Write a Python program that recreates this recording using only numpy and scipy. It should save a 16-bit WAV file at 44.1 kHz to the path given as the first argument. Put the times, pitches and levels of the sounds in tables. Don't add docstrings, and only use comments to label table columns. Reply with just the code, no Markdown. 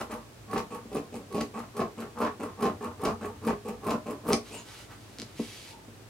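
import sys
import numpy as np
from scipy import signal
from scipy.fft import rfft, irfft
from scipy.io import wavfile
from scipy.ndimage import uniform_filter1d, map_coordinates

SR = 44100
rng = np.random.default_rng(int(sys.argv[2]) if len(sys.argv) > 2 else 0)


def unload_wav(signal):
    wavfile.write(
        sys.argv[1],
        SR,
        np.round(np.clip(np.atleast_2d(signal).T, -1, 1) * 32767).astype(np.int16),
    )


N = 268569

# bite in seconds, length in seconds, force as table boom in dB,
# table rattle in dB, edge hiss in dB.
CUT_STROKES = [(.008, 0.0081, -35.5, -32, -40), (.531, 0.063, -31, -31, -44.5),
               (0.947, .034, -28.5, -38.5, -44.5), (1.344, 0.069, -30, -38, -47),
               (1.793, 0.031, -26.5, -30, -45.5), (2.204, 0.064, -29.5, -27, -43.5),
               (2.626, 0.054, -25, -28, -42), (3.034, 0.074, -28.5, -31, -44),
               (3.468, 0.04, -25, -30.5, -41.5), (3.863, 0.086, -30.5, -30.5, -46),
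               (4.287, 0.05, -24.5, -30, -36)]
# start in seconds, table boom in dB, table rattle in dB.
OPENING_STROKES = [(.096, -38, -37.5), (0.706, -38.5, -40), (1.125, -37.5, -52), (1.538, -36, -37),
                   (1.975, -35.5, -42.5), (2.396, -33.5, -38), (2.808, -34.5, -36), (3.211, -33.5, -38.5),
                   (3.65, -33, -43.5), (4.059, -32.5, -41), (4.507, -43.5, -68)]
# frequency in Hz, relative level in dB, t60 in seconds.
TABLE_MODES = [(58, -30, .5), (96, -25, .25), (165, -8, .09), (200, -5, .08), (230, 0, .17), (292, -3, .16),
               (368, -6, .1), (416, -3, .16), (486, -2, .16), (615, -7, .13), (686, -6, .12),
               (776, -7, .07), (915, -6, .08), (1009, -6, .11), (1057, -5, .11), (1116, -5, .11),
               (1255, -8, .05), (1400, -13, .05), (1560, -17, .035), (1730, -19, .035)]
# frequency in Hz, relative density in dB per Hz.
CATCH_SPECTRUM = [(600, 9.5), (2400, 3), (3200, -3), (4500, 2), (6300, -3), (8000, -8), (11000, -15),
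                  (16000, -28)]
# frequency in Hz, relative density in dB per Hz.
EDGE_SPECTRUM = [(3000, -42), (7500, -5), (9000, 4.5), (10500, 0), (11700, 3.5), (13300, -3.5), (16000, -3)]


def from_db(db):
    return 10 ** (np.asarray(db) / 20)


def rms_one(x):
    return x / np.sqrt(np.mean(x ** 2) + 1e-20)


def seconds():
    return np.arange(N) / SR


def through(x, response):
    return signal.fftconvolve(np.atleast_2d(x), np.atleast_2d(response), axes=-1)[:, :N]


def unit_energy(response):
    return response / np.sqrt(np.sum(response ** 2))


def colour(spectrum, size=4096):
    hz, db = np.transpose(spectrum)
    grid = np.maximum(np.fft.rfftfreq(size, 1 / SR), 1)
    magnitude = from_db(np.interp(np.log(grid), np.log(hz), db))
    cepstrum = irfft(np.log(magnitude))
    cepstrum[1:size // 2] *= 2
    cepstrum[size // 2 + 1:] = 0
    return irfft(np.exp(rfft(cepstrum)))


def shaped(x, spectrum):
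    return through(x, unit_energy(colour(spectrum)))


def filtered(x, order, corner_hz, kind):
    return signal.sosfilt(signal.butter(order, corner_hz, kind, fs=SR, output="sos"), x)


def soften(x, corner_hz, order=1):
    return filtered(x + 1e-18, order, corner_hz, "low")


def evened(x, size):
    return x / np.sqrt(np.abs(uniform_filter1d(x ** 2, size=size)) + 1e-6)


def slow_noise(rate_hz):
    return rms_one(filtered(rng.standard_normal(N), 2, rate_hz, "low"))


def rough_tone(hz, width_hz):
    phase = 2 * np.pi * np.cumsum(hz * np.ones(N)) / SR
    in_phase = slow_noise(width_hz / 2) * np.cos(phase)
    return in_phase + slow_noise(width_hz / 2) * np.sin(phase)


def grains(per_s, spread_db, clump_db):
    sizes = from_db(spread_db * rng.standard_normal(N)) * rng.choice([-1, 1], N)
    snaps = evened(sizes * (rng.random(N) < per_s / SR), size=440)
    clumps = from_db(clump_db * slow_noise(129))
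    return rms_one(evened(snaps * clumps, size=1800))


def impulses(rows, column=1):
    out, rows = np.zeros(N), np.array(rows)
    out[np.round(rows[:, 0] * SR).astype(int)] = from_db(rows[:, column])
    return out


def ringing(modes):
    t = np.arange(SR // 2) / SR
    total = 0
    for k, (hz, db, t60) in enumerate(modes):
        total += from_db(db - 60 * t / t60) * np.sin(2 * np.pi * hz * t) * (-1) ** k
    return unit_energy(total)


def stroke(start, stop, first_db, middle_db, last_db, t60):
    gain = np.zeros(N)
    at = np.arange(max(int(start * SR), 0), min(int((stop + t60) * SR), N))
    t = at / SR
    arch_db = np.interp(t, [start, (start + stop) / 2, stop], [first_db, middle_db, last_db])
    gain[at] = from_db(arch_db - 60 * np.maximum(t - stop, 0) / t60)
    return uniform_filter1d(gain, size=90)


def background(floor_db=-51.5, alike_hz=700, apart_db=-14.5):
    # frequency in Hz, relative density in dB per Hz.
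    noise_spectrum = [(20, -7), (40, -25), (57, 6), (72, -25.5), (110, 3), (160, -9.5), (300, -7),
                      (600, -14.5), (1200, -20), (3000, -25.5), (8000, -30), (16000, -38.5)]
    mid, side = rng.standard_normal((2, N))
    side = side - (1 - from_db(apart_db)) * soften(side, alike_hz)
    return from_db(floor_db) * shaped(mid + side * np.array([[1], [-1]]), noise_spectrum)


def hum(level_db=-60, swell_at_s=3.05, swell_width_s=0.63, swell_db=11):
    swell = np.exp(-((seconds() - swell_at_s) / swell_width_s) ** 2)
    drone = evened(rough_tone(hz=96.4, width_hz=16.0), size=9000)
    return from_db(level_db + swell_db * swell) * drone


def sweeping(pan_db=0.8, attack_s=0.039, fade_t60_s=0.16):
    # start in seconds, length in seconds, hiss in dB, rustle in dB.
    hand_strokes = [(4.468, 0.14, -51.5, -58.5), (4.679, 0.15, -50.5, -56.5), (4.92, 0.0098, -56.5, -49),
                    (5.005, 0.57, -60.5, -65.5), (5.391, 0.32, -49.5, -72)]
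    # frequency in Hz, relative density in dB per Hz.
    fibre_spectrum = [(400, -6), (1400, -5), (2200, 6.5), (4500, 5.5), (7000, -0.5), (11000, -3.5),
                      (15000, -16)]
    fold_spectrum = [(150, -16), (400, -9), (800, 2), (1500, 5), (2500, -9), (6000, -20)]
    t, fibres, folds = seconds(), 0, 0
    for start, length, hiss_db, rustle_db in hand_strokes:
        rise = np.clip(1 + (t - start) / attack_s, 0, 1)
        fade = from_db(-60 * np.maximum(t - start - length, 0) / fade_t60_s)
        fibres += from_db(hiss_db) * rise * fade
        folds += from_db(rustle_db) * rise * fade
    hiss = shaped(fibres * grains(per_s=16000, spread_db=1.5, clump_db=1.5), fibre_spectrum)
    rustle = shaped(folds * grains(per_s=5000, spread_db=-2.0, clump_db=2.5), fold_spectrum)
    return (hiss + rustle) * from_db([[-pan_db], [pan_db]])


def squeaks():
    # start in seconds, length in seconds, first Hz, last Hz, width in Hz, level in dB.
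    squeak_rows = [(4.505, .1, 2450, 3000, 400, -48), (4.515, .06, 7800, 8600, 2000, -47),
                   (4.57, .032, 7600, 6400, 450, -47), (4.52, .12, 920, 950, 60, -52),
                   (5.645, .21, 910, 890, 70, -55)]
    t, out = seconds(), np.zeros(N)
    for start, length, first_hz, last_hz, width_hz, db in squeak_rows:
        progress = np.clip((t - start) / length, 0, 1)
        hz = first_hz + (last_hz - first_hz) * progress
        tone = evened(rough_tone(hz, width_hz), size=1300)
        out += from_db(db) * np.sin(np.pi * progress) * tone
    return out


def blows(contact_hz=340, thud_trim_db=-2.0):
    # time in seconds, sharp tick in dB, thud in dB before trim and softening.
    blow_rows = [(.849, -53, -7.5), (1.412, -11, 4.5), (3.938, -40, 7), (4.314, -45, -2),
                 (4.332, 1.5, 12.5), (5.1862, -15, -7.5), (5.1995, -13, -12), (5.2185, -12, -4.5),
                 (5.3922, -28, 9), (5.876, -55, -12)]
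    # frequency in Hz, relative density in dB per Hz.
    tick_spectrum = [(300, -7), (1700, 16.5), (3200, 19.5), (4600, 25), (6500, 17.5), (9000, 11.5),
                     (12000, 3), (16000, -18)]
    pushes = soften(impulses(blow_rows, column=2), contact_hz, order=2)
    thud = through(pushes, ringing(TABLE_MODES))
    return from_db(thud_trim_db) * thud + shaped(impulses(blow_rows), tick_spectrum)


def clack(crack_db=-8.0):
    # time in seconds, ring level in dB.
    clack_rows = [(4.3255, -11), (4.3320, -5), (4.3328, -2.5), (4.3357, -14), (4.3425, -18)]
    # frequency in Hz, relative level in dB, t60 in seconds.
    blade_modes = [(2300, -2, .004), (4850, 1, .005), (5850, 0, .004), (6700, -5, .003), (8950, -5, .004)]
    hits = impulses(clack_rows)
    return through(hits, ringing(blade_modes)) + from_db(crack_db) * shaped(hits, CATCH_SPECTRUM)


def drumming(boom, rattle, per_s, knock_db, split_hz=680, shift_db=5.5):
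    jolts = grains(per_s, spread_db=4.5, clump_db=4.0)
    knocks = filtered(jolts, 2, [170, 1400], "band")
    rings = 0
    for k in range(4):
        modes = TABLE_MODES[k::4]
        strength = np.sqrt(sum(from_db(db) ** 2 * t60 for hz, db, t60 in modes))
        favour = from_db(shift_db * slow_noise(5.0))
        rings += strength * through(jolts, ringing(modes))[0] * favour
    wood = rms_one(rings) + from_db(knock_db) * rms_one(knocks)
    low = filtered(wood, 3, split_hz, "low")
    high = filtered(wood, 3, split_hz, "high")
    return boom * evened(low, size=1100) + rattle * evened(high, size=1100)


def reopening(wood_t60_s=0.25, scrape_db=-46, open_s=0.08, slows_s_per_s=0.0022):
    # frequency in Hz, relative density in dB per Hz.
    scrape_spectrum = [(800, 13), (1800, -11), (2500, 10), (3300, -6), (4600, -5), (6000, -5), (8600, 0),
                       (10400, -12), (11500, -5), (13000, -19), (16000, -11)]
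    boom = rattle = scrape = 0
    for start, boom_db, rattle_db in OPENING_STROKES:
        stop = start + open_s + slows_s_per_s * start
        push = stroke(start, stop, -6, 0.27, -6.5, wood_t60_s)
        boom += from_db(boom_db) * push
        rattle += from_db(rattle_db) * push
        scrape += stroke(start, stop, -2.0, 0, -24, t60=0.022)
    wood = drumming(boom, rattle, per_s=1900, knock_db=-16.0)
    burrs = grains(per_s=1100, spread_db=5.0, clump_db=4.0)
    return wood + from_db(scrape_db) * shaped(scrape * burrs, scrape_spectrum)


def catches(crunch_trim_db=0.5, edge_trim_db=-1.5, t60=0.0045):
    # start in seconds, crunch in dB before trim.
    tough_threads = [(.008, -35.5), (0.114, -42), (.577, -31), (1.407, -31), (1.766, -42), (2.623, -35),
                     (3.05, -30.5), (3.905, -30), (4.279, -42)]
    # (start s, length s, crunch dB, edge hiss dB), both levels before trim
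    bursts = []
    for bite, *_ in CUT_STROKES:
        bursts.append((max(bite - 0.0191, 0), 0.0064, -45.5, -46))
    for start, *_ in OPENING_STROKES:
        scatter_s = 0.013 * rng.uniform(-1.11, 1)
        bursts.append((start + 0.0403 + scatter_s, 0.0047, -44.5, -43))
    for start, db in tough_threads:
        bursts.append((start, 0.0075, db, -41.5))
    crunch = edge = 0
    for start, length, threads_db, hiss_db in bursts:
        burst = stroke(start, start + length, 0.46, 0, -2.0, t60)
        crunch += from_db(threads_db + crunch_trim_db) * burst
        edge += from_db(hiss_db + edge_trim_db) * burst
    crunch_snaps, edge_snaps = [grains(per_s=7700, spread_db=4.0, clump_db=-1.0) for _ in range(2)]
    return shaped(crunch * crunch_snaps, CATCH_SPECTRUM) + shaped(edge * edge_snaps, EDGE_SPECTRUM)


def cutting(slide_db=-10.5, slide_s=0.055, wood_t60_s=0.25, steel_t60_s=0.053):
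    # frequency in Hz, relative density in dB per Hz.
    crunch_spectrum = [(700, 19.5), (1500, -12.5), (2500, 9), (3300, -1.5), (5000, 1), (6300, -5),
                       (7600, -5), (11000, -34), (16000, -13)]
    crunch_db, usual_force_db, crunch_follows = -33.5, -29.5, 0.52
    boom = rattle = crunch = edge = 0
    for bite, length, force_db, rattle_db, hiss_db in CUT_STROKES:
        stop = bite + length
        threads_db = crunch_db + crunch_follows * (force_db - usual_force_db)
        lead_in = from_db(slide_db) * stroke(bite - slide_s, bite, -19, -1.3, 0.62, t60=0.0096)
        boom += from_db(force_db) * (lead_in + stroke(bite, stop, 0, 0, -2, wood_t60_s))
        rattle += from_db(rattle_db) * (lead_in + stroke(bite, stop, -4, 0, -2.0, t60=0.16))
        crunch += from_db(threads_db) * (0.5 * lead_in + stroke(bite, stop, -6, 0, -6.5, steel_t60_s))
        edge += from_db(hiss_db) * (0.5 * lead_in + stroke(bite, stop, 2.6, -14.5, -14, steel_t60_s))
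    wood = drumming(boom, rattle, per_s=700, knock_db=-15.5)
    snaps = grains(per_s=800, spread_db=5.0, clump_db=4.0)
    burrs = grains(per_s=1600, spread_db=5.0, clump_db=3.5)
    return wood + shaped(crunch * snaps, crunch_spectrum) + shaped(edge * burrs, EDGE_SPECTRUM)


def room(far, near, near_db=-2.5, t60=0.2, first_wall_s=0.0028):
    # frequency in Hz, level in dB.
    tail_spectrum = [(60, 7.5), (200, -20.5), (350, -23), (700, -2), (1200, -3.5), (3000, 1), (8000, 0),
                     (16000, -4.5)]
    # time in seconds, lag of the right side in samples.
    bearing = [(0, 1.67), (2, 1.4), (4.001, 0.81), (6, 0.84)]
    t, dry = np.arange(SR // 2) / SR, far + near
    decay = from_db(-60 * t / t60) * (t > first_wall_s)
    tails = np.array([unit_energy(rng.standard_normal(len(t)) * decay) for side in range(2)])
    lag = np.interp(seconds(), *np.transpose(bearing))
    direct = np.array([dry[0], map_coordinates(dry[1], [np.arange(N) - lag], order=3)])
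    sent = through(far + from_db(near_db) * near, colour(tail_spectrum))
    heard = direct + through(sent, tails)
    share = [(hz, -10 * np.log10(1 + from_db(db) ** 2)) for hz, db in tail_spectrum]
    return through(heard, colour(share))


def scene():
    scissors = cutting() + catches() + reopening() + clack() + squeaks()
    return room(scissors + sweeping(), near=blows()) + hum() + background()


def record(dry):
    lean = filtered(dry, 3, 42, "high")
    return signal.sosfilt(signal.ellip(10, 0.1, 80, 15850, fs=SR, output="sos"), lean)


dry = scene()
out = record(dry)
unload_wav(out)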